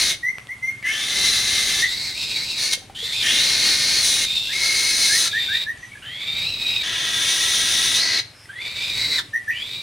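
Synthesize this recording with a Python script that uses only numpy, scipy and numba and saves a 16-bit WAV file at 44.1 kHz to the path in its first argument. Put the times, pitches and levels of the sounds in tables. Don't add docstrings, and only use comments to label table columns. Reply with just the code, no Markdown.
import sys
import numpy as np
from scipy import signal
from scipy.io import wavfile
from scipy.ndimage import uniform_filter1d, map_coordinates
from numba import njit

SR = 44100
rng = np.random.default_rng(int(sys.argv[2]) if len(sys.argv) > 2 else 0)


def to_wav(sig):
    pcm = np.clip(np.atleast_2d(sig), -1, 1) * 32767
    pcm = np.round(pcm).astype(np.int16)
    wavfile.write(sys.argv[1], SR, pcm.T)


def boost(x):
    u = np.asarray(x, float) / 20
    return 10 ** u


N = 433062


def noise():
    return rng.standard_normal(N)


def unit(x):
    return x / np.sqrt(np.mean(x ** 2))


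@njit
def moving_bandpass(x, g, k):
    y, band, low = np.empty(len(x)), 0., 0.
    for i in range(len(x)):
        v = (band + g[i] * (x[i] - low)) / (1 + g[i] * (g[i] + k[i]))
        band = 2 * v - band
        low += 2 * g[i] * v
        y[i] = k[i] * v
    return y


def ring(x, hz, width_hz):
    hz = np.clip(hz, 20, .45 * SR)
    g = np.tan(np.pi * hz / SR) + np.zeros(N)
    k = width_hz / hz + np.zeros(N)
    backward = moving_bandpass(x, g, k)[::-1].copy()
    return unit(moving_bandpass(backward, g[::-1].copy(), k[::-1].copy())[::-1])


def walk(rate_hz):
    hold = int(SR / rate_hz)
    steps = np.repeat(rng.standard_normal(N // hold + 1), hold)
    return 1.6 * uniform_filter1d(uniform_filter1d(steps, hold), hold)[:N]


def play(calls, edge_s, voices=None):
    t = np.arange(N) / SR
    rows = []
    for call, voice in zip(calls, voices or [()] * len(calls)):
        start_s, end_s = call[0][0], call[-1][0]
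        for row in call:
            age_s = row[0] - start_s
            rows.append((*row, *voice, age_s, age_s / (end_s - start_s)))
    s, *columns = np.array(sorted(rows)).T
    gate = sum(np.clip(np.minimum(t - c[0][0], c[-1][0] - t) / edge_s + 1, 0, 1) for c in calls)
    return np.minimum(gate, 1), [np.interp(t, s, c) for c in columns]


# frequency in Hz, density in dB per Hz.
FIELD_SPECTRUM = [(15, -51), (25, 1), (76, 6.5), (255, 1.5), (324, -3.5), (1120, -8.5), (1510, -10),
                  (2030, -6), (2810, -6), (5370, -17), (6140, -19), (9460, -15), (15800, -49)]
# time in seconds, level in dB.
BREEZE_LEVEL = [(0.0, -36), (0.24, -53.5), (1.04, -52), (1.2, -39.5), (2.87, -51.5), (3.44, -41),
                (6.26, -53.5), (6.37, -42), (7.0, -49), (7.9, -43), (8.42, -61.5), (9.05, -40), (9.38, -59),
                (9.82, -47.5)]


def field():
    field_db, side_gain = -47, .2
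    hum_hz, hum_db, throb_hz = 111.5, -56.5, 21.1
    t = np.arange(N) / SR
    at_hz, at_db = np.transpose(FIELD_SPECTRUM)
    breeze_db = np.interp(t, *np.transpose(BREEZE_LEVEL)) + 50
    out = 0
    for hz in 25 * 2 ** np.arange(0, 9.4, .5):
        mid, side = ring(noise(), hz, hz / 2), ring(noise(), hz, hz / 2)
        db = np.interp(np.log(hz), np.log(at_hz), at_db) + 10 * np.log10(hz) + 1.5 * walk(4.9)
        stereo = mid + side_gain * side * np.array([[1], [-1]])
        out = out + boost(db + breeze_db / (1 + (hz / 300) ** 2)) * stereo
    throb = 1 + 0.99 * np.sin(2 * np.pi * throb_hz * t)
    return boost(field_db) * unit(out) + boost(hum_db) * throb * ring(noise(), hum_hz, 23)


# start in seconds, length in seconds, pitch in Hz, loudest
# level in dB.
FAR_CALLS = [
    (0.358, 0.08, 5900, -56),
    (.64, .18, 1700, -61),
    (5.778, 0.14, 6040, -58.5),
    (8.309, 0.16, 5250, -54),
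]


def far_birds():
    swell_db = -10
    calls = [[(s, hz, db + swell_db), (s + length / 3, hz, db), (s + length, hz, db + swell_db)]
             for s, length, hz, db in FAR_CALLS]
    gate, (hz, db, *_) = play(calls, .015)
    return gate * boost(db + 2 + 5 * walk(27)) * ring(noise(), hz, 560)


# time in seconds, peak level in dB, centre in Hz, decay in seconds.
KNOCKS = [
    (.384, -20.5, 2280, 0.00062),
    (.471, -27.5, 3450, 0.00042),
    (0.827, -27, 2240, 0.0046),
    (2.775, -39, 520, 0.0075),
    (2.82, -46, 767, 0.018),
    (2.898, -35, 790, 0.009),
    (3.028, -36.5, 461.4, 0.014),
    (5.775, -41, 7000, .002),
    (5.984, -42, 2392, 0.0032),
    (8.456, -36.5, 1960, 0.0036),
]


def ticks():
    out, t = np.zeros(N), np.arange(2000) / SR
    for s, db, hz, decay_s in KNOCKS:
        rough = 1 + uniform_filter1d(rng.standard_normal(2000), size=8)
        start = int(s * SR)
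        out[start:start + 2000] += boost(db) * rough * np.exp(-t / decay_s) * np.sin(2 * np.pi * hz * t)
    return out


# start in seconds, length in seconds, first and last pitch in Hz, level in dB.
WHISTLES = [(0.223, 0.088, 1910, 2115, -20), (0.481, 0.0586, 1944, 2130, -28),
            (0.618, 0.097, 2063, 2150, -21.5), (0.832, .085, 1990, 2180, -21),
            (1.815, 0.049, 1840, 2027, -15.5), (4.48, .065, 1600, 2060, -33.5),
            (5.085, 0.093, 1630, 1932, -24), (5.246, .032, 1362, 1369, -31),
            (5.322, 0.072, 1653, 1920, -21.5), (5.476, 0.097, 1525, 1940, -25.5),
            (5.656, 0.061, 1710, 1922, -24.5), (5.819, .034, 1885, 1960, -30.5),
            (5.911, 0.025, 2210, 2263, -33), (5.945, 0.028, 1720, 1674, -33),
            (9.326, 0.051, 1775, 1962, -19.5), (9.47, 0.051, 1715, 1955, -19.5)]
# multiple of the pitch, level in dB.
WHISTLE_OVERTONES = [(2, -37), (3, -40)]
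# resonance in Hz, width in Hz, level in dB.
LOOSE_PARTS = [(5900, 330, -30), (9680, 400, -34), (13700, 400, -38)]


def chirps():
    attack_s, release_s, start_db, end_db, swell_db = 0.012, .015, -32, -33, 2
    wall_s, wall_gain = .017, .72
    calls = []
    for s, length, first_hz, last_hz, db in WHISTLES:
        calls.append([(s, first_hz, db + start_db),
                      (s + attack_s, first_hz, db - swell_db),
                      (s + length - release_s, last_hz, db),
                      (s + length, last_hz, db + end_db)])
    gate, (hz, db, *_) = play(calls, 0.0026)
    phase = 2 * np.pi * np.cumsum(hz * (1 + 0.00314 * walk(60))) / SR
    tone = np.sin(phase) + sum(boost(d) * np.sin(k * phase) for k, d in WHISTLE_OVERTONES)
    tone += sum(boost(d) * ring(noise(), f, width_hz) for f, width_hz, d in LOOSE_PARTS)
    tone *= gate * boost(db)
    return tone + wall_gain * np.roll(tone, int(wall_s * SR))


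@njit
def pulse_train(hz, stretch, size):
    out, phase, k = np.zeros(len(hz) + 1), 0., 0
    for i in range(len(hz)):
        step = hz[i] * stretch[k] / SR
        phase += step
        if phase >= 1:
            phase, k = phase - 1, k + 1
            late = min(phase / step, 1.)
            out[i] -= size[k] * late
            out[i + 1] -= size[k] * (1 - late)
    return out[:-1]


def syrinx(hz, jitter, scatter_db):
    periods = np.exp(jitter * rng.standard_normal(N // 4))
    hardness = np.minimum(rng.exponential(size=N // 4), 3)
    return unit(pulse_train(hz, periods, boost(scatter_db * hardness)))


# time in seconds, low resonance in Hz, pulse rate in Hz, effort in dB.
THIN_CUT_INS = [
    [(1.87, 1980, 3597, -27.5), (2.03, 2210, 4088, -26), (2.13, 2040, 3879, -29), (2.17, 2550, 3845, -30),
     (2.29, 2570, 3760, -27.5), (2.41, 2060, 3990, -30), (2.5, 2716, 3932, -29), (2.6, 2240, 3846, -29)],
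    [(4.25, 2360, 3720, -26), (4.3, 2450, 3665, -22), (4.45, 2750, 3610, -23.5), (4.54, 2490, 3596, -19.5)],
    [(5.28, 2399, 3790, -33), (5.36, 2346, 3600, -21), (5.53, 2350, 3710, -22.5), (5.64, 2352, 3712, -24.5)],
]
# time in seconds, low resonance in Hz, pulse rate in Hz, effort in dB.
THIN_RISES = [
    [(2.95, 1650, 2992, -38), (2.985, 1880, 3162, -32.5), (3.035, 2030, 3431, -28.5),
     (3.05, 2050, 3546, -26), (3.11, 1940, 3600, -30), (3.17, 2630, 3560, -25.5), (3.23, 2320, 3577, -23.5)],
    [(6.025, 1600, 2860, -42), (6.2, 2274, 3487, -31), (6.43, 2350, 3800, -23.5), (6.5, 2744, 4022, -26.5),
     (6.56, 2460, 3897, -26), (6.79, 2500, 3778, -23.5), (6.822, 2280, 3750, -19.5)],
    [(8.49, 1530, 3103, -63), (8.6, 2086, 3420, -47), (8.62, 2306, 3558, -34.5), (8.76, 2253, 3730, -33),
     (8.86, 2470, 3610, -27), (9.0, 2163, 3960, -24.5), (9.175, 2080, 3972, -22.5), (9.2, 1463, 3478, -23)],
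    [(9.51, 2316, 2460, -37), (9.62, 2360, 3345, -31.5), (9.72, 2350, 3740, -28), (9.82, 2353, 3834, -26.5)],
]
# low strand in dB, extra at the start in dB, rasp in dB, clear tone in dB.
THIN_VOICING = [(-1.5, -6, 0, -9), (-9.5, 0, -7, -1.5), (-8.5, -3, -15, -2.5), (-0.5, -14.5, 1, -1.5),
                (-5, 4, -13.5, -2.5), (-4, 20, -5, -4.5), (-8.5, 5, -14.5, -4)]


def thin_bird():
    settle_s = 0.14
    clear_per_effort, rasp_per_effort = -.35, .1
    upper_hz, upper_follow = 3940, 0.87
    gate, columns = play(THIN_CUT_INS + THIN_RISES, 0.0041, THIN_VOICING)
    low_hz, hz, db, low_db, start_db, rasp_db, clear_db, age_s, _ = columns
    main_db = -low_db - start_db * np.exp(-age_s / settle_s)
    rasp_db = main_db + rasp_db + rasp_per_effort * (db + 27)
    clear_db = np.minimum(clear_db + clear_per_effort * (db + 27), 6)
    db = db - main_db
    low_hz = low_hz * (1 + .006 * walk(30))
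    hz = hz * (1 + .004 * walk(30))
    breath = syrinx(hz, jitter=.12, scatter_db=8.0) + 1.2 * noise()

    low_clear_db = clear_db + np.clip(-.7 * main_db + 4, 0, 9)
    voice = ring(breath, low_hz, 700) + boost(low_clear_db) * ring(breath, low_hz, 90)
    voice += boost(-8) * ring(breath, 2 * low_hz, 300)
    voice += boost(main_db) * (ring(breath, hz, 620) + boost(clear_db + 2) * ring(breath, hz, 110))
    rasp = ring(breath, 1.23 * hz, 1980) + boost(-6) * ring(breath, 1.124 * hz, 230)
    voice += boost(rasp_db) * rasp
    voice += boost(-11.5) * ring(breath, 370, 1340)
    voice += boost(rasp_db - 8) * ring(breath, 8300, 6100)
    voice += boost(main_db - 27.5) * ring(breath, 14500, 6000)
    for k, share_db in ((2, -24), (3, -26), (4, -30)):
        strand_hz = k * upper_hz * (hz / upper_hz) ** (upper_follow / k)
        voice += boost(main_db + share_db) * ring(breath, strand_hz, 510)
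    effort_db = 1.5 * walk(45)
    return gate * boost(db - 10.0 + effort_db) * voice


# time in seconds, gape resonance in Hz, effort in dB, strain in dB.
NEAR_SCREECHES = [
    [(0.0, 4150, -27, 1.5), (0.11, 3820, -29.5, 2), (0.15, 3570, -42, -3)],
    [(0.826, 2900, -57, -32), (0.862, 2735, -39, -2), (0.95, 3260, -35.5, -4), (1.2, 3990, -30, 0),
     (1.82, 3800, -29.5, 0), (1.87, 3700, -38.5, -6)],
    [(2.58, 4196, -36, -2), (2.626, 4250, -30, 0), (2.715, 4200, -35, -2), (2.735, 3700, -24, 4.5),
     (2.75, 3700, -39, -2)],
    [(3.23, 3200, -35, -2), (3.27, 3190, -27.5, -3.5), (3.46, 4110, -26.5, -3.5), (4.0, 4270, -28, -2.5),
     (4.06, 3970, -29, 7), (4.25, 3800, -29, 0)],
    [(4.53, 3900, -37, -3.5), (4.63, 4130, -30.5, 0), (5.17, 4200, -29, 5)],
    [(5.18, 4000, -30, 8.5), (5.28, 4000, -29, 0)],
    [(6.835, 3406, -34.5, -12.5), (7.3, 3600, -30, 1), (7.96, 3710, -27.5, 0), (8.03, 4400, -29, -11.5),
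     (8.2, 4100, -30, -14)],
]
# first and last pulse rate in Hz, clear tone in dB.
NEAR_VOICING = [(2102, 2100, 1), (2050, 2050, -2), (2240.5, 2230, -7), (2130, 2170, -12.5), (2157, 2140, 5),
                (1913, 1925, -23), (1810, 2070, -16)]


def near_bird():
    gate, columns = play(NEAR_SCREECHES, 0.0086, NEAR_VOICING)
    gape_hz, db, strain_db, first_hz, last_hz, clear_db, _, done = columns
    hz = first_hz + (last_hz - first_hz) * done
    shut = np.clip((3600 - gape_hz) / 650, 0, 1)
    gape_db = 8 - 0.5 * shut
    throat_db = -15.5 + 29 * shut
    third_db = 4 + 0.71 * strain_db
    clear_db = clear_db - 1.4 * strain_db - 21 * shut
    source = syrinx(hz, jitter=.2, scatter_db=5.0) + 1.07 * noise()

    voice = ring(source, hz, 1850) + boost(clear_db) * ring(source, hz, 87)
    voice += boost(throat_db) * ring(source, 1760, 165)
    voice += boost(gape_db) * (ring(source, gape_hz, 1450) + boost(-7.5) * ring(source, gape_hz, 260))
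    voice += boost(third_db) * ring(source, 5990, 1520)
    voice += boost(strain_db) * ring(ring(source, 9480, 3900), 9680, 4400)
    voice = signal.sosfiltfilt(signal.butter(8, 11000, fs=SR, output="sos"), voice)
    voice += boost(-10) * ring(source, 304, 630)
    voice += boost(0.64 * strain_db - 7.5) * ring(source, 13100, 12000)
    effort_db = .6 * walk(25)
    return gate * boost(db - 6.0 + effort_db) * voice


def bounce(x, perch):
    s, *paths = np.transpose(perch)
    i = np.arange(N)
    here = np.searchsorted(s * SR, i, side="right") - 1
    ms, gain, other_ms, other_gain = (column[here] for column in paths)
    treble = signal.sosfilt(signal.butter(1, 500, "high", fs=SR, output="sos"), x)
    late, other = (map_coordinates(treble, [i - d * SR / 1000], order=3) for d in (ms, other_ms))
    return x + gain * late + other_gain * other


# delay in seconds, left level in dB, right level in dB.
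EARLY_ECHOES = [(.0121, -10, -30), (.0187, -28, -10), (.031, -34, -24.5)]


def yard(x, wet_db, t60_s):
    t = np.arange(SR // 2) / SR
    shared = rng.standard_normal(len(t))
    tail = shared + 1.13 * uniform_filter1d(rng.standard_normal((2, len(t))), size=3)
    tail *= np.exp(-np.log(1000) * t / t60_s) * (t > .008)
    response = boost(-14 + wet_db) * tail / np.sqrt(np.sum(tail[0] ** 2))
    response[:, 0] = 1
    for s, left_db, right_db in EARLY_ECHOES:
        response[:, int(s * SR)] += boost(np.array([left_db, right_db]) + wet_db)
    return signal.fftconvolve(x[None], response, axes=1)[:, :N]


# from time in seconds, first delay in ms, its gain, second delay in ms, its gain.
NEAR_PERCH = [(0, 3.2, .3, 2.1, 0), (.5, 5.19, .4, 2.11, -.3), (2.3, 3.24, .25, 3.08, -.2),
              (4.4, 3.12, .4, 2.32, .22), (6, 3.13, .45, 3.38, -.2)]
# from time in seconds, first delay in ms, its gain, second delay in ms, its gain.
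THIN_PERCH = [(0, 3.3, .2, 1.69, -.15), (5.8, 5.16, .35, 1.55, .2), (8.3, 5.12, .35, 2.03, .2)]


def scene():
    left = boost(np.array([[.6], [-.6]]))
    near = left * yard(bounce(near_bird(), NEAR_PERCH) + ticks(), wet_db=0, t60_s=0.33)
    thin = yard(bounce(thin_bird(), THIN_PERCH) + far_birds(), wet_db=0.5, t60_s=0.29)
    return field() + yard(chirps(), wet_db=2.5, t60_s=0.43) + thin + near


def top_cut(x):
    return signal.sosfilt(signal.butter(12, 16730, fs=SR, output="sos"), x)


def record(dry):
    saturated = np.tanh(1.91 * dry) / 1.562
    low_pass = signal.ellip(8, .2, 70, 15850, fs=SR, output="sos")
    return top_cut(signal.sosfilt(low_pass, saturated))


dry = scene()
out = record(dry)
to_wav(out)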